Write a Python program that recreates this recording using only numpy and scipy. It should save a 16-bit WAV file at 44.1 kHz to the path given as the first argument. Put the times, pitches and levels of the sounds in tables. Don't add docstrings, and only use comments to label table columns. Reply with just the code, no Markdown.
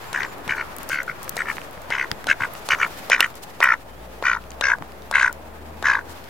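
import sys
import numpy as np
from scipy import signal
from scipy.io import wavfile
from scipy.ndimage import uniform_filter1d, map_coordinates

SR = 44100
rng = np.random.default_rng(int(sys.argv[2]) if len(sys.argv) > 2 else 0)


def to_wav(sig):
    pcm = np.clip(np.atleast_2d(sig), -1, 1) * 32767
    pcm = np.round(pcm).astype(np.int16)
    wavfile.write(sys.argv[1], SR, pcm.T)


def how_loud(loudness_db):
    steps = np.asarray(loudness_db, float) / 20
    return 10 ** steps


N = 277389


def unit(x):
    return x / np.sqrt(np.mean(x ** 2) + 1e-18)


def ring(x, hz, width_hz):
    return signal.lfilter(*signal.iirpeak(hz, hz / width_hz, SR), x)


def band(x, lo_hz, hi_hz, order=2):
    sos = signal.butter(order, [lo_hz, min(hi_hz, SR / 2.1)], "band", fs=SR, output="sos")
    return signal.sosfilt(sos, x)


def walk(rate_hz, size):
    k = max(int(SR / rate_hz), 2)
    steps = np.repeat(rng.standard_normal(size // k + 1), k)
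    return 1.323 * uniform_filter1d(uniform_filter1d(steps, k), k)[:size]


def pan(x, db):
    return x * how_loud(np.array([[db / 2], [-db / 2]]))


def on_log(hz, table):
    row_hz, value = np.transpose(table)
    return np.interp(np.log(hz), np.log(row_hz), value)


def burst(t60_s, lo_hz, hi_hz, grit, apart):
    u = np.arange(2048) / SR - .0005
    noise = rng.standard_normal((3, len(u)))
    envelope = np.exp(np.minimum(u / 0.00033, -np.log(1000) * u / max(t60_s, .001)))
    x = grit * (noise[0] + apart * noise[1:]) * envelope
    x[:, np.argmax(u >= 0)] += 1
    x += 1e-9 * noise[1:]
    x = band(x, lo_hz, hi_hz)
    return x / np.abs(x).max()


def place(out, s, x):
    i = int(s * SR)
    out[:, i:i + 2048] += x


def air():
    # start_s, traffic_db, rustle_db, tyre_whoosh_db
    air_levels = [
        (0.0, -35, -50.5, 4),
        (2.03, -38, -54, 3),
        (2.98, -39, -49, 1.5),
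        (3.68, -40.5, -56, 0),
        (5.45, -39, -58.5, 1.5),
        (6.29, -40.5, -54.5, 0),
    ]
    # hz, density_db
    air_colour = [(15, -49), (25, -12.5), (70, -10.5), (114, -12), (232, -14), (524, -10.5), (787, -11.5),
                  (3410, -25), (3700, -25.5), (9580, -35.5), (15200, -29.5), (16500, -56)]
    # hz, left_right_likeness
    air_alike = [(60, 0.29), (150, 0.56), (300, 0.7), (700, 0.37), (1400, 0.017), (16000, 0.01)]
    # hz, left_minus_right_db
    air_pan = [(60, 3), (200, 2.5), (1300, 1.5), (2400, -0.5), (15000, 2.5)]
    s, low_db, high_db, tyre_db = np.transpose(air_levels)
    t = np.arange(N) / SR
    low, high, tyres = np.interp(t, s, low_db), np.interp(t, s, high_db), np.interp(t, s, tyre_db)
    swell, grain = walk(5.34, N), walk(60, N)
    out = np.zeros((2, N))
    for hz in 25 * 2 ** np.arange(0, 9.6, .5):
        bright = np.clip(np.log2(hz / 600) / 2.7, 0, 1)
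        alike = np.clip(on_log(hz, air_alike), 0, 1)
        mid, side = band(rng.standard_normal((2, N)), hz / 2 ** .25, hz * 2 ** .25)
        pair = np.sqrt(1 + alike) * mid + np.sqrt(1 - alike) * side * np.array([[1], [-1]])
        db = on_log(hz, air_colour) + (1 - bright) * (low + 47) + bright * (high + 60 + 1.9 * grain)
        db = db + tyres * np.exp(-np.log2(hz / 1450) ** 2 / 0.48)
        db = db + 0.45 * swell + (2.0 - 2.0 * bright) * walk(12, N) - 28
        out += pan(pair, on_log(hz, air_pan)) * how_loud(db)
    return out


def bird():
    # start_s, end_s, start_hz, end_hz, level_db
    whistles = [
        (0.001, 0.047, 7600, 7000, -55),
        (0.067, 0.18, 7440, 7150, -52.5),
        (.25, 0.34, 7400, 6960, -52.5),
        (3.882, 4.05, 2910, 3690, -60),
    ]
    out, t = np.zeros(N), np.arange(N) / SR
    for start, end, hz0, hz1, db in whistles:
        shape = np.clip(np.minimum(t - start, end - t) / 0.0072, 0, 1)
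        hz = np.interp(t, [start, end], [hz0, hz1]) + 60 * walk(77, N)
        out += how_loud(db + 2.5 * walk(60, N)) * shape * np.sin(2 * np.pi * np.cumsum(hz) / SR)
    return pan(out, 0.1)


def knocks():
    # start_s, peak_db, pitch_hz, left_minus_right_db
    stones = [(0.042, -25, 2320, -4), (1.357, -41, 3500, 1.5), (1.5685, -19.5, 2300, -8),
              (1.582, -13.5, 2000, -1), (1.616, -23, 2440, -11), (1.776, -28, 2800, -5),
              (2.1146, -12.5, 1900, 10), (2.1157, -31, 1500, 3), (3.2065, -5, 3300, -4),
              (3.2076, -8, 1800, -2), (3.342, -30, 4500, 0), (4.5052, -28.5, 7500, 14),
              (4.823, -18, 1820, -1)]
    out = np.zeros((2, N + 2048))
    for s, db, hz, pan_db in stones:
        place(out, s, pan(how_loud(db) * burst(0.0035, hz / 2.28, hz, 0.29, 0.89), pan_db))
    return out[:, :N]


def smacks():
    # start_s, crack_peak_db, mouth_pop_db, middle_db, left_minus_right_db
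    bill_smacks = [(0.1294, -14.5, -32, -26, 3), (0.4777, -19, -31, -27, 5), (0.896, -17.5, -32, -26, -1),
                   (1.3671, -13, -28, -23, 3), (1.9035, -21, -26, -26, 3.5), (2.269, -12.5, -25, -19.5, 3),
                   (2.688, -10, -22.5, -19.5, 2), (3.0989, -7, -20, -15.5, 2.5),
                   (3.6037, -26, -20, -20, 2.5), (4.2249, -36, -23, -27, 3.5),
                   (4.6103, -14, -22.5, -16.5, 7), (5.112, -11.5, -23, -27, 4.5),
                   (5.8256, -18.5, -25.5, -23, 4.5)]
    t60_s = 0.015
    out = np.zeros((2, N + 2048))
    for s, crack_db, pop_db, mid_db, pan_db in bill_smacks:
        x = how_loud(crack_db - 5.5) * burst(t60_s, 2300, 9800, 0.37, 0.94)
        x = x + how_loud(mid_db + 5.5) * burst(t60_s, 1030, 4100, 0.26, 0.98)
        x = x + how_loud(pop_db + 9.5) * burst(0.025, 456, 1180, 0.064, 0.26)
        place(out, s, pan(x, pan_db))
    return out[:, :N]


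def effort(t, first, last, peak_db, rise_s, tiring_db, onset_db, release_db_per_s):
    # centre_s, change_db, half_length_s
    brief_changes = [(.545, -2, .01), (0.95, -0.5, .01), (.175, -1, .008), (.6, -1.5, .008), (.149, 2.5, .006),
                     (0.499, 1.5, .006), (0.527, -2, .006), (1.92, 1.5, .008), (2.308, 2.5, 0.011),
                     (2.277, -3, .005), (3.239, 3, .01), (3.628, 3, 0.0052), (3.704, -3.5, 0.0059),
                     (5.156, 3.5, 0.0063), (5.201, 1.5, .012), (5.233, -2, .007), (5.248, -4, 0.0064),
                     (5.126, -1, .008), (5.856, 2.5, .007), (2.83, -1.5, 0.0092), (3.139, 1.5, .008),
                     (3.162, -4, 0.0087), (3.211, 4.5, 0.0055), (3.642, 2, .015), (4.635, 3.5, 0.0059),
                     (4.702, 3.5, 0.014), (3.678, -4.5, 0.01), (3.726, -1, .02), (4.305, -3, .015),
                     (4.34, 1, .015), (4.68, -1, 0.011), (5.177, -0.5, 0.0078), (5.23, 1.5, 0.024),
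                     (5.304, 5.5, 0.013), (5.84, -2, .008), (5.94, 2, 0.0069), (5.973, -3.5, 0.014)]
    peak = first - 0.014 + rise_s
    rise = onset_db * np.clip((peak - t) / rise_s, 0, 1)
    hold = tiring_db * np.clip((t - peak) / max(last - peak, .004), 0, 1) ** 2.38
    brief_change_db = sum(db * np.exp(-((t - s) / half_s) ** 2) for s, db, half_s in brief_changes)
    return peak_db + rise - hold - release_db_per_s * np.maximum(t - last, 0) + brief_change_db


def flutter(t, first, last, slowing):
    rate0_hz = 73.5
    rate1_hz = rate0_hz - 120 * (last - first)
    leak, gating = .14, 1.2
    beats = int(round((last - first) * (1 / (.5 / rate0_hz + .5 / rate1_hz))))
    periods = np.linspace(1 - slowing, 1 + slowing, beats)
    periods = periods * (last - first) / periods.sum()
    steps = np.r_[0, periods[[0, 0]], periods, periods[[-1, -1, -1]]]
    times = first - 2 * periods[0] + np.cumsum(steps)
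    chance = np.clip(rng.standard_normal((40, 5)), -1.5, 1.5)
    times = times - .0022 + .0004 * chance[:len(times), 0]
    nearest = np.searchsorted((times[1:] + times[:-1]) / 2 + 0.0013, t)
    u = t - times[nearest]
    beat = chance[nearest].T

    sweep_s = 0.005977 * (1 + .2 * beat[1])
    hz = 1750 * (1 + 0.0609 * beat[2]) * np.exp(u / sweep_s) * (1 + 0.06 * walk(900, len(t)))
    hz = np.clip(hz, 900, 3000)
    size = how_loud(0.79 * beat[3])
    murmur = 0.29 * how_loud(4.8 * beat[0]) * np.exp(-((u + 0.0069) / 0.0036) ** 2)
    growth = np.exp((u - .0012) / 0.0044) + murmur
    swell = size * np.where(u < .0012, growth, np.exp((.0012 - u) / 0.0027))

    hiss = rng.standard_normal(len(t))
    tone = np.sin(2 * np.pi * np.cumsum(hz) / SR) * how_loud(1.5 * walk(600, len(t)))
    snap = size * how_loud(1.7 * beat[4]) * (u - .001) * np.exp(-((u - .001) / 0.00021) ** 2)
    rasp = (swell + 0.25) * band(hiss, 630, 3300)
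    voiced = unit(swell * tone) + how_loud(-16.5) * unit(snap) + how_loud(-4) * unit(rasp)
    breath = unit((swell ** gating + leak) * hiss) + how_loud(-4) * unit(snap)
    return voiced, unit(breath)


def windpipe(voiced, t, sag, shut, slack_db, neck_hz, neck_db, sinking, swell_db):
    neck_width_hz = [197, 112, 144, 167, 219]
    pipe = 0
    for k, (hz, width, db) in enumerate(zip(neck_hz, neck_width_hz, neck_db)):
        early = ring(voiced, (1.014 + sinking / 2) * hz, width)
        late = ring(voiced, (1.011 - sinking / 2) * hz, width)
        mode = (1 - sag) * early + sag * late
        mode = (1 - shut) * mode + shut * ring(voiced, 0.94 * hz, width)
        mode = unit(ring(mode, hz, 2.76 * width))
        db = db + 1.77 * walk(33.0, len(t))
        db = db - 2.1 * shut * (k != 1) - 0.77 * shut * max(k - 1, 0)
        db = db + (swell_db * sag ** 2 - 3.0) * (k == 0)
        db = db + (k - 1.4051) * (0.38 * slack_db - 5.5 * (t - t[0]) * (k > 0))
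        pipe = pipe + (-1) ** k * how_loud(db) * mode
    return unit(pipe)


def head(breath, cavity, top_db):
    # pitch_hz, width_hz, level_db
    cavities = [(3500, 390, 1), (3925, 340, 0), (4600, 370, -2), (5210, 290, -1.5), (6020, 430, 1.5),
                (6780, 580, -2), (8330, 470, -7.5), (8650, 200, -11), (10500, 7400, -10.5)]
    out = 0
    for k, (hz, width, db) in enumerate(cavities):
        mode = ring(ring(breath, cavity * hz, 0.77 * width), cavity * hz, 1.8 * width)
        db = db + top_db * (k > 5) + 3.6 * walk(26.0, len(breath))
        out = out + (-1) ** k * how_loud(db) * unit(mode)
    return unit(band(out, 3100, 17000))


def drake():
    # first_flutter_s, last_flutter_s, peak_db, rise_s, tiring_db
    syllables = [(.149, 0.19, -21.5, 0.0038, 3.5), (0.206, 0.266, -25, 0.046, 13),
                 (0.4959, 0.5522, -21, 0.015, 8), (0.57, 0.628, -24, 0.056, 9.5),
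                 (0.906, 1.0202, -23, 0.023, 7.5), (1.0816, 1.1156, -28.5, 0.014, 5.5),
                 (1.379, 1.421, -24.5, 0.03, 2.5), (1.4582, 1.516, -26.5, 0.044, -0.5),
                 (1.912, 1.967, -23, 0.033, 2), (1.984, 2.045, -24, 0.013, 2.5),
                 (2.2894, 2.33, -14, 0.029, 6.5), (2.4087, 2.4538, -20, 0.04, 3.5),
                 (2.7075, 2.749, -15.5, 0.015, 4), (2.7897, 2.867, -17, 0.05, 13.5),
                 (3.1084, 3.183, -12.5, 0.022, 14), (3.199, 3.263, -15, 0.044, 8.5),
                 (3.616, 3.74, -13.5, 0.024, 3), (4.2412, 4.3712, -15.5, 0.033, 13.5),
                 (4.6271, 4.7377, -14, 0.027, 5), (5.1293, 5.2808, -15, 0.035, 5.5),
                 (5.845, 5.993, -15.5, 0.031, 9.5)]
    # second_hz, third_hz, then first_db, third_db, fourth_db against the second
    postures = [(1590, 1850, -8, -2, -8.5), (1577, 1880, -4, 0, -4), (1504, 1810, -7, -1, -2.5),
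                (1425, 1750, -7, -4, -1.5), (1484, 2050, -16, -0.5, -11), (1450, 2110, -23, 0, -22),
                (1415, 1840, -5, 8, 3.5), (1326, 1770, -2.5, 5, -0.5), (1560, 2010, -3.5, 3, -5.5),
                (1520, 2000, -1, 7, -4.5), (1553, 2140, -22, -9.5, -12), (1525, 2040, -1, 0.5, -9),
                (1446, 1775, -3, 0, 2.5), (1390, 1760, -3.5, 3.5, 2.5), (1500, 1900, -10.5, 1.5, -2.3),
                (1387, 1870, -7.5, -2, -7.5), (1408, 1855, -5, 4.5, -3), (1436, 1870, -7.5, -1, -6.5),
                (1578, 2100, -9.5, -9, -17), (1543, 2050, -6, -3.5, -10.5), (1602, 2010, -4.5, -7.5, -11.5)]
    manners = [(-7, -3, 3, 900, 0.038), (-2, 0, 0, 900, 0.042), (-7, -4, -3, 900, 0.055),
               (-8, -0.5, -8, 900, 0.046), (-13, 1.5, -3, 900, .1), (-18, -5, -2, 900, .03),
               (-9, 2, 4, 900, 0.026), (-9, -4.5, 7, 1100, 0.031), (-8, 0, 0, 900, .06),
               (-9, -2, -2, 900, 0.068), (-8.5, 0, 1, 1500, 0.11), (-6.5, -3.5, 2, 1400, .08),
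               (-14, 2.5, -0.5, 1300, 0.058), (-18, 1, 0.5, 1200, 0.184), (-28, 3, -7, 700, 0.25),
               (-9, -3, 6, 1500, 0.07), (-17, -3, 3, 1298, 0.0987), (-17, 0, 0, 900, 0.15),
               (-27, -1, -1, 1200, 0.111), (-14, 1, 7.5, 700, 0.13), (-14.5, -0.5, -5, 900, 0.21)]
    # first_hz, sinking_share, first_swell_db, fifth_minus_fourth_db, cavity_size_share
    stretches = [(1020, 0.032, -2, -10, 0.99), (1050, 0.036, 4, -11, 0.91), (960, 0.03, 3, -9, 1),
                 (990, .04, 0, -16, 0.94), (1020, 0.052, 3, -1, 0.96), (1040, 0.047, 0, -11, 0.9),
                 (1030, 0.021, 0, -13, 0.97), (1030, 0.03, -1, -8, 0.95), (1020, 0.061, -4, -5.5, 1),
                 (1040, 0.058, 3, -5, 1), (1000, 0.03, 0, -6.5, 0.99), (1060, 0.056, -2, -7, 0.98),
                 (1060, 0.037, 3, -5.5, 1), (1070, 0.034, -0.5, -7, 0.98), (1050, 0.042, 0, -6, 1),
                 (1050, 0.065, -4, -4, 0.99), (1016, 0.06, 2.5, -12, 0.94), (1053, .04, 1, -9.5, 0.99),
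                 (1050, .03, 3.5, -9, 0.95), (1060, 0.05, -3, -9.5, 1), (1060, .02, -4, -14, 1)]
    # start_s, left_minus_right_db, right_lag_samples
    bearing = [
        (0, 3, .1),
        (2.0, 3, .15),
        (2.7, 1, 0.22),
        (3.2, 1, 1.55),
        (4.4, 3.5, 2.22),
        (6.29, 1.5, 0.9),
    ]
    out = np.zeros((2, N))
    when, pans_db, lags = np.transpose(bearing)
    for syllable, posture, manner, stretch in zip(syllables, postures, manners, stretches):
        first, last, peak_db, rise_s, tiring_db = syllable
        second, third, first_db, third_db, fourth_db = posture
        onset_db, breath_db, top_db, release, slowing = manner
        lowest, sinking, swell_db, fifth_db, cavity = stretch
        neck_hz = [lowest, second, third, third + 475, third + 1070]
        neck_db = [first_db, 0, third_db, fourth_db, fourth_db + fifth_db]
        i = int((first - .015) * SR) + np.arange(512 * round((last - first + .055) * SR / 512))
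        t = i / SR
        level_db = effort(t, first, last, peak_db, rise_s, tiring_db, onset_db, release)
        slack_db = np.maximum(level_db - peak_db, -22)
        sag = (t - t[0]) / (t[-1] - t[0])
        closing = 0.5 * np.clip((t - first) / (last - first), 0, 1.2) ** 5
        shut = np.clip(np.exp(-(t - first + 0.012) / 0.013) + closing, 0, 1)

        voiced, breath = flutter(t, first, last, slowing)
        call = windpipe(voiced, t, sag, shut, slack_db, neck_hz, neck_db, sinking, swell_db)
        chest = ring(ring(voiced, 584, 226), 584, 226)
        head_db = -19 + breath_db - 31 * (t - t[0]) + 0.12 * slack_db
        call = call + how_loud(-27) * unit(chest) + how_loud(head_db) * head(breath, cavity, top_db)
        fade = np.clip(np.minimum(t - t[0], t[-1] - t) / .008, 0, 1)
        out[:, i] += pan(call * fade * how_loud(level_db), np.interp(first, when, pans_db))
    n = np.arange(N)
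    out[1] = map_coordinates(out[1], [n - np.interp(n / SR, when, lags)], order=3)
    return out


def ground(x):
    u = np.arange(4096) / SR
    tail = band(rng.standard_normal((2, len(u))), 100, 7300, order=1)
    tail = tail * np.exp(-np.log(1000) * u / 0.049) * (u > .002)
    return how_loud(-17) * signal.fftconvolve(x, tail / np.sqrt(np.sum(tail[0] ** 2)), axes=1)[:, :N]


def ticks():
    # start_s, crack_peak_db, middle_db, thud_db, left_minus_right_db
    snaps = [(0.2321, -39, -23, -29, 13), (0.7647, -22.5, -51, -41, 9), (0.7842, -22.5, -31, -41, -1),
             (1.244, -29, -57, -52, 11), (1.279, -34, -50, -27, 2), (1.293, -12.5, -50, -48, 3),
             (1.71, -33, -42, -47, 2), (2.115, -29, -14.5, -36, -15.5), (2.2422, -32, -53, -24, 4),
             (2.552, -40, -52, -27, 3), (3.2054, -3.5, -5, -21, 3), (3.303, -35, -48, -38, -3),
             (4.439, -48, -39, -50, -5.5), (4.505, -51, -33, -40, 8), (4.5175, -39, -32, -46, -7),
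             (4.785, -45, -52, -32.5, -6), (4.42, -52, -43, -50, 0), (.283, -55, -42, -38, 0),
             (1.545, -55, -45, -40, 0), (4.92, -42, -39, -58, -9), (5.021, -43, -37, -45, -5),
             (6.241, -40, -39, -50, 6)]
    t60_s = 0.0067
    out = np.zeros((2, N + 2048))
    for s, crack_db, mid_db, thud_db, pan_db in snaps:
        x = how_loud(crack_db + 1.0) * burst(t60_s, 5900, 15900, 0.97, 1.0)
        x = x + how_loud(mid_db + 3.5) * burst(t60_s, 2250, 4540, 0.14, 0.64)
        x = x + how_loud(thud_db + 7.0) * burst(t60_s, 120, 2150, 0.12, 1.0)
        place(out, s, pan(x, pan_db))
    return out[:, :N]


def thumps():
    # start_s, peak_db, decay_s
    footfalls = [(0.47, -28.5, 0.061), (.5, -28, .12), (.31, -37, .1), (1.77, -33, .1), (0.931, -33, 0.046),
                 (2.64, -37, .08), (2.85, -33, .1), (2.999, -32, .08), (3.655, -38, .1), (5.17, -32.5, .1),
                 (1.892, -32, 0.046), (2.031, -41, 0.058), (2.116, -24, 0.05), (2.29, -26, 0.09),
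                 (2.409, -24.5, 0.1), (2.728, -31, 0.062), (3.241, -35, 0.069), (3.421, -51, .05),
                 (3.698, -32, 0.063), (4.809, -26.5, 0.11)]
    out = np.zeros((2, N + 2048))
    fade = np.hanning(4096)[2048:]
    for s, db, t60_s in footfalls:
        place(out, s, how_loud(db) * burst(t60_s, 48, 240, 0.86, 0.87) * fade)
    return out[:, :N]


def stalks():
    # start_s, peak_db, left_minus_right_db, lowest_hz
    crackles = [(0.3825, -34, 1.5, 5200), (0.831, -25, 9, 5200), (0.89, -22, 14, 5200),
                (1.031, -28, 12, 5200), (1.0655, -36, 7, 5200), (1.2302, -24, 8, 5200),
                (1.235, -28, 6, 5200), (1.2945, -16, 14, 10900), (1.3575, -27, 2, 5200),
                (1.3844, -25, 2, 5200), (1.73, -38, 5, 8000), (3.0965, -30, 2, 5200), (3.186, -37, 0, 7000),
                (3.265, -30, 0, 4500), (1.818, -35, 13, 5200), (2.1146, -26, -6, 8000),
                (2.5365, -24, -9, 12000), (2.713, -26, 0, 9000), (2.785, -40, 0, 7000),
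                (2.875, -32, 0, 9500), (2.982, -37, 0, 11000), (3.3546, -31, 15, 5200),
                (3.6378, -23, -23, 7460), (4.881, -40, 0, 10000), (4.932, -44, 0, 4500),
                (5.3273, -22, 4.5, 5160)]
    out = np.zeros((2, N + 2048))
    for s, db, pan_db, low_hz in crackles:
        place(out, s, pan(how_loud(db + 2.0) * burst(0.0083, low_hz, 18700, 1.4, 5.9), pan_db))
    return out[:, :N]


def brushes():
    # start_s, end_s, level_db
    strokes = [(0.899, 0.965, -40), (1.273, 1.292, -37), (1.474, 1.586, -44), (1.58, 1.66, -49),
               (2.548, 2.61, -46), (2.64, 2.698, -40), (2.97, 3.005, -47), (3.35, 3.389, -42.5),
               (3.418, 3.454, -37.5), (3.488, 3.517, -46), (6.078, 6.142, -45.5)]
    t = np.arange(N) / SR
    level = 0
    for start, end, db in strokes:
        level = level + how_loud(db) * np.clip(np.minimum(t - start, end - t) / 0.017, 0, 1)
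    hiss = unit(band(rng.standard_normal((2, N)), 1000, 10500, order=1))
    return level * how_loud(2.0 * walk(190, N)) * hiss


def twig():
    # pitch_hz, level_db, decay_s
    wood_modes = [(1370, -17, 0.01), (2800, 2, 0.011), (3300, -8.5, 0.0071), (4540, -11, 0.0095),
                  (5270, -9.5, 0.011), (7000, -15, 0.0082), (9350, -12, 0.004), (13300, -18, .006)]
    u = np.maximum(np.arange(N) / SR - 3.2056, 0)
    out = np.zeros(N)
    for hz, db, t60_s in wood_modes:
        out += how_loud(db) * np.sin(2 * np.pi * hz * u) * np.exp(-np.log(1000) * u / t60_s)
    return pan(out, -2.9)


def motor():
    # start_s, load_db
    load = [
        (3.6, -62),
        (3.95, -50),
        (4.35, -45.5),
        (4.7, -52),
        (5.3, -46.5),
        (6.05, -46),
        (6.29, -50.5),
    ]
    from_s, start_hz, climb_hz_per_s = 3.6, 54.3, 10.6
    s, db = np.transpose(load)
    t = np.arange(N) / SR
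    hz = (start_hz + climb_hz_per_s * (t - from_s)) * (1 + 0.0201 * walk(25, N))
    phase = 2 * np.pi * np.cumsum(hz) / SR
    note = np.sin(phase) + how_loud(-13.5) * np.sin(2 * phase)
    note = note + how_loud(-9) * np.sin(3 * phase) + how_loud(-13.5) * np.sin(4 * phase)
    level = (t > from_s) * how_loud(np.interp(t, s, db) + 2.0 * walk(11, N))
    return pan(note * np.sqrt(2) * level, 1.3)


def scene():
    duck = drake() + smacks()
    underfoot = knocks() + ticks() + thumps() + stalks() + brushes() + twig()
    return duck + ground(duck) + underfoot + air() + motor() + bird()


def band_limit(x):
    return signal.sosfilt(signal.butter(12, 17080, fs=SR, output="sos"), x)


def record(dry):
    hiss = how_loud(-59.5) * unit(band(rng.standard_normal(dry.shape), 6700, 22000))
    top_cut = signal.cheby2(16, 24, 16250, fs=SR, output="sos")
    wet = signal.sosfiltfilt(top_cut, dry + hiss)
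    wet = np.clip(wet - .0048, -1, 1)
    return band_limit(wet)


dry = scene()
out = record(dry)
to_wav(out)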